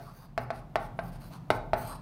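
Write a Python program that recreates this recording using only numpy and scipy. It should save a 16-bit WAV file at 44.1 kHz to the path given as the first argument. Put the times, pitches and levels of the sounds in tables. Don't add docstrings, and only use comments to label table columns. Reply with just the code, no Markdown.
import sys
import numpy as np
from scipy import signal
from scipy.fft import rfft, irfft
from scipy.io import wavfile
from scipy.ndimage import uniform_filter1d, map_coordinates

SR = 44100
rng = np.random.default_rng(int(sys.argv[2]) if len(sys.argv) > 2 else 0)


def nominal_scale(level):
    x = np.asarray(level, float) / 20
    return 10 ** x


def inscribe(sig):
    pcm = np.round(np.clip(np.atleast_2d(sig).T, -1, 1) * 32767)
    wavfile.write(sys.argv[1], SR, pcm.astype(np.int16))


N = 88861

# mode_hz, level_db, t60_s
PANEL_MODES = [(122, -27.5, 0.72), (251.1, -26.5, 0.2), (480, -14, 0.12), (637, -73, 0.12),
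               (810, -19, 0.043), (900, -7, 0.036), (891, -9, 0.088), (1152, -8, 0.02), (1393, -12.5, 0.09),
               (1562, -5.5, 0.12), (1862, -18.5, 0.021), (2250, 2.5, 0.0028)]
# freq_hz, level_db
PEN_RATTLE = [(900, 11), (1900, 8.5), (2900, 0), (4300, 3), (5400, -4), (6800, -18), (8800, -14),
              (16000, -28)]


def evened(x):
    return x / np.sqrt(np.mean(x ** 2) + 1e-20)


def read(points, hz):
    f, value = np.transpose(points)
    return np.interp(np.log(hz + 1), np.log(f + 1), value)


def colour(x, points):
    gain = nominal_scale(read(points, np.fft.rfftfreq(len(x), 1 / SR)))
    return irfft(rfft(x) * gain, len(x))


def lowpass(x, order, hz):
    return signal.sosfilt(signal.butter(order, hz, fs=SR, output="sos"), x)


def highpass(x, order, hz):
    return signal.sosfilt(signal.butter(order, hz, "high", fs=SR, output="sos"), x)


def add(mix, start_s, sound):
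    at = round(start_s * SR)
    sound = sound[max(-at, 0):]
    part = mix[max(at, 0):][:len(sound)]
    part += sound[:len(part)]


def resonate(x, hz, width_hz):
    radius = np.exp(-np.pi * width_hz / SR)
    turn = np.exp(2j * np.pi * hz / SR)
    return 2 * signal.lfilter([1 - radius], [1, -radius * turn], x + 0j).real


def taps():
    # start_s, peak_db, contact_ms, knock_hz, rattle_db, tick_db
    landings = [
        (-.12, -15, 0.63, 672, -7.5, -18),
        (.3778, -16, 0.54, 682, -16, -37.5),
        (0.5043, -20, 0.56, 676, -21, -54),
        (.7570, -12.5, 0.47, 656, -13, -37),
        (0.9904, -20, 0.55, 671, -24, -67),
        (1.5033, -10, 0.52, 639, -5, -29),
        (1.7332, -11, 0.59, 655, -14.5, -57),
    ]
    # (overtone_hz, level_re_peak_db) x 3
    spot_overtones = [(870, -39, 1300, -26, 1200, -34), (940, -32, 1180, -24, 1700, -20),
                      (910, -25, 1070, -32, 950, -23), (905, -25.5, 1090, -23, 1778, -17),
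                      (892, -18.5, 1100, -32, 1500, -20), (905, -26, 990, -19, 1900, -18.5),
                      (848, -18, 1250, -21.5, 2800, -41)]
    # start_s, knock_db, tick_db
    touches = [
        (.27, -66, -66),
        (.887, -66, -59),
        (1.232, -52, -80),
        (1.307, -46, -78),
        (1.612, -66, -68),
        (1.7297, -60, -62),
    ]
    touch_decay_s, touch_rise_s, touch_hz = 0.003, 0.00078, 647
    out, t = np.zeros(N), np.arange(SR) / SR
    for row, overtones in zip(landings, spot_overtones):
        add(out, row[0], tap(*row[1:], overtones, rng.standard_normal(SR)))
    for start_s, knock_db, tick_db in touches:
        tick = evened(colour(rng.standard_normal(SR), PEN_RATTLE)) * np.exp(-t / touch_decay_s)
        note = knock(t, touch_hz) * np.minimum(t / touch_rise_s, 1)
        add(out, start_s, nominal_scale(knock_db) * note + nominal_scale(tick_db) * tick)
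    return out


def tap(peak_db, contact_ms, knock_hz, rattle_db, tick_db, overtones, noise):
    panel_db, blow_db, radiate_hz, knock_db = -7, 2.5, 430, -8.5
    overtone_t60_s, rattle_t60_s, tick_decay_s, tick_top_hz = 0.036, 0.045, 0.0008, 15000
    room_db, room_top_hz = -5, 2600
    overtone_room_db, rattle_room_db, knock_room_db = -7, -9, -10.5
    t = np.arange(len(noise)) / SR
    contact = np.clip(t * 1000 / contact_ms, 0, 1)
    blow = np.sin(np.pi * contact) ** 2.15
    push = highpass(blow, 2, radiate_hz)

    spot = rng.uniform(-1.2, 1, (len(PANEL_MODES), 2))
    glass = nominal_scale(panel_db) * signal.fftconvolve(ring(t, spot), blow[:200] / blow.sum())[:len(t)]
    body = -nominal_scale(peak_db) * (glass + nominal_scale(blow_db) * push)

    over = np.zeros(len(t))
    for hz, over_db in np.reshape(overtones, (-1, 2)):
        over -= nominal_scale(peak_db + over_db - 60 * t / overtone_t60_s) * np.sin(2 * np.pi * hz * t)
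    note = nominal_scale(peak_db + knock_db) * knock(np.maximum(t - contact_ms / 1000, 0), knock_hz)

    pen = evened(colour(noise, PEN_RATTLE)) * nominal_scale(rattle_db - 15.5 - 60 * t / rattle_t60_s) * contact
    tick = lowpass(nominal_scale(tick_db) * noise * np.exp(-t / tick_decay_s), 4, tick_top_hz)

    to_room = lowpass(body, 2, room_top_hz) + nominal_scale(overtone_room_db) * over
    to_room = to_room + nominal_scale(rattle_room_db) * (pen + tick) + nominal_scale(knock_room_db) * note
    return body + over + pen + tick + note + nominal_scale(room_db) * edged(room(to_room))


def ring(t, spot):
    bass_db, longest_t60_s = 5.5, 0.032
    spread_db, spread_share = 2.5, 0.025
    out = np.zeros(len(t))
    for (hz, db, t60_s), (louder, sharper) in zip(PANEL_MODES, spot):
        if hz < 300:
            gain_db = bass_db
        else:
            gain_db = spread_db * louder
            t60_s = min(t60_s, longest_t60_s)
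        sine = np.sin(2 * np.pi * hz * (1 + spread_share * sharper) * t)
        out += nominal_scale(db + gain_db - 60 * t / t60_s) * sine
    return out


def knock(t, hz):
    hold_s, t60_s = 0.0076, 0.0092
    return np.sin(2 * np.pi * hz * t) * nominal_scale(-60 * np.maximum(t - hold_s, 0) / t60_s)


def strokes():
    # start_s, length_s, level_db, reflection_ms, reflection_share, treble_db
    rubs = [(-.01, 0.14, -64.5, 0.55, 0.12, 12), (.125, 0.14, -69.5, 0.98, .2, 21),
            (0.39, 0.056, -63.5, .5, .15, 13), (0.521, 0.083, -62, 0.54, 0.14, 0),
            (0.782, .09, -60.5, 0.45, 0.19, 6), (1.019, 0.085, -65.5, .53, 0.34, 15),
            (1.108, 0.064, -61.5, .53, 0.21, 4), (1.191, .1, -61, 0.54, 0.36, 8),
            (1.3, 0.08, -60.5, 0.59, 0.27, 3), (1.504, 0.073, -53, 0.57, 0.17, -4),
            (1.756, 0.21, -51.5, 0.59, 0.49, 6)]
    # freq_hz, level_db
    tip_colour = [(1500, 15), (3000, 0.5), (4300, 9), (5800, 3), (7500, -5), (8700, 3.5), (11500, 2),
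                  (15000, -2)]
    # centre_s, length_s, level_db, pitch_hz, width_hz
    chatter = [(0.085, 0.047, -53.5, 1150, 430), (.07, 0.091, -78.5, 4600, 580),
               (.2, 0.13, -74.5, 4700, 680), (0.18, 0.11, -75.5, 6200, 610), (.22, 0.063, -61.5, 1020, 610),
               (0.562, 0.053, -75, 11000, 1100), (0.818, 0.052, -73, 11000, 960),
               (1.08, .06, -74, 14800, 1200), (1.065, 0.053, -71, 13000, 800),
               (1.28, .07, -69, 14900, 1200), (1.284, 0.072, -70, 12700, 610),
               (1.244, 0.066, -69.5, 4110, 750), (1, 0.048, -67, 10600, 700),
               (1.325, 0.053, -67.5, 3340, 3700), (1.35, 0.073, -58, 1030, 490),
               (1.55, .05, -66, 14700, 900), (1.805, 0.073, -54, 14500, 1800),
               (1.805, 0.037, -61, 8550, 600), (1.89, 0.065, -57.5, 8650, 450),
               (1.88, 0.065, -57, 12600, 900), (1.926, 0.084, -63, 4050, 310),
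               (1.925, 0.051, -45.5, 1090, 450)]
    grain_db, lurch_db = 1.9, 0.8
    treble_hz, treble_fade_db_per_s = 13000, -70.0
    body_hz, body_lag, easy_db = 7050, 0.5, -61.5
    tip_hz, tip_width_hz, tip_ring_db, rumble_db = 8470, 570, -15.5, -12
    level_db, rise_s, fall_s, arch_db = 6.5, 0.024, 0.018, 3.0
    echo_slide_ms_per_s = -0.4
    hand_ms, hand_slide_ms_per_s, hand_share = 0.345, -0.55, 0.4
    t, out = np.arange(N) / SR, np.zeros(N)

    grit = rng.standard_normal(N) * nominal_scale(grain_db * evened(uniform_filter1d(rng.standard_normal(N), 120)))
    grit = grit * nominal_scale(lurch_db * evened(uniform_filter1d(rng.standard_normal(N), 700)))
    hiss = evened(colour(grit, tip_colour))
    treble = signal.sosfiltfilt(signal.butter(2, treble_hz, "high", fs=SR, output="sos"), hiss)
    body = signal.sosfiltfilt(signal.butter(2, body_hz, fs=SR, output="sos"), hiss)
    squeak = nominal_scale(tip_ring_db) * evened(resonate(grit, tip_hz, tip_width_hz))
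    panel = ring(t[:2000], np.zeros((len(PANEL_MODES), 2)))
    rumble = evened(signal.fftconvolve(np.diff(grit, prepend=0), panel)[:N])

    for start_s, length_s, db, echo_ms, share, treble_db in rubs:
        u = (t - start_s) / length_s
        rise = np.clip(u * length_s / rise_s, 0, 1)
        fall = np.clip((1 - u) * length_s / fall_s + 0.5, 0, 1)
        arch = np.sin(np.pi * np.clip(u, 0, 1)) - 2.0
        shape = rise * fall * nominal_scale(level_db + db + arch_db * arch)
        age_s = np.clip(t - start_s, 0, length_s)
        rub = hiss + treble * (nominal_scale(treble_db + treble_fade_db_per_s * age_s) - 1)
        rub = rub + body * (nominal_scale(-body_lag * (db - easy_db)) - 1)
        rub = rub - share * late(rub, echo_ms + echo_slide_ms_per_s * age_s)
        off_hand = late(rub + squeak, hand_ms + hand_slide_ms_per_s * age_s)
        rub = rub + share * (squeak + hand_share * off_hand)
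        out += shape * (rub + nominal_scale(rumble_db) * rumble)

    for centre_s, length_s, db, hz, width_hz in chatter:
        buzz = evened(resonate(resonate(grit, hz, width_hz), hz, width_hz))
        out += nominal_scale(db) * np.exp(-(2 * (t - centre_s) / length_s) ** 2) * buzz
    return out


def late(x, ms):
    return map_coordinates(x, [np.arange(len(x)) - ms * SR / 1000], order=5)


def room(x):
    # freq_hz, t60_s
    decay = [(120, 0.91), (400, 0.59), (800, 0.56), (1600, 0.39), (3200, 0.46), (6400, 0.35), (14000, 0.11)]
    start_s = 0.0022
    tail = np.zeros(SR)
    at = np.arange(0, SR - 20, 20) + rng.integers(0, 20, (SR - 1) // 20)
    tail[at] = rng.choice([-1., 1.], len(at))
    hz, t, z = signal.stft(tail, SR, nperseg=256)
    fade = nominal_scale(-60 * t / read(decay, hz)[:, None])
    tail = signal.istft(z * fade, SR, nperseg=256)[1][:SR]
    tail = tail * np.clip(np.arange(SR) / SR / start_s - 1, 0, 1)
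    return signal.fftconvolve(x, tail / np.linalg.norm(tail))[:len(x)]


def air():
    # freq_hz, level_db
    air_colour = [(25, -20), (145, 1), (300, -11.5), (430, -24.5), (700, -17), (2000, -34.5), (7000, -48.5),
                  (16000, -49)]
    # pitch_hz, width_hz, level_db, fan_swell_share
    ducts = [(36.4, 10, -48, 0.21), (67.5, 14, -78, 0.23), (112.2, 4.7, -57, 1.7),
             (144.85, 12.3, -52, 0.31), (170.57, 3.7, -51, 2.6), (249, 84, -70, 0.93)]
    # time_s, level_db
    fan = [(0.0, -24), (.4, -27), (.85, -3.5), (1.0, 1), (1.2, 2.5), (1.35, -2), (1.6, -2), (2.01, 0)]
    air_db, air_swell_share = -50.5, 0.18
    time_s, effort_db = np.transpose(fan)
    fan_db = np.interp(np.arange(N) / SR, time_s, effort_db)
    broad = evened(colour(rng.standard_normal(N + 1), air_colour)[:N])
    out = nominal_scale(air_db + air_swell_share * (fan_db + 10)) * broad
    for hz, width_hz, db, share in ducts:
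        noise = rng.standard_normal(N + SR)
        tone = resonate(resonate(noise, hz, width_hz), hz, width_hz)[SR:]
        out = out + nominal_scale(db + share * fan_db) * evened(tone)
    return out


def edged(x):
    return signal.oaconvolve(x, signal.firwin(301, 15800, window=("kaiser", 8), fs=SR), "same")


def scene():
    stroke_room_db = -9.0
    slides = strokes()
    steady = slides + nominal_scale(stroke_room_db) * room(slides) + air()
    return (taps() + edged(steady))[None]


def low_pass(x):
    return signal.sosfilt(signal.butter(12, 16680, fs=SR, output="sos"), x)


def record(dry):
    cut = highpass(dry, 2, 28)
    cut = signal.sosfiltfilt(signal.butter(8, 16300, fs=SR, output="sos"), cut)
    return low_pass(cut)


dry = scene()
out = record(dry)
inscribe(out)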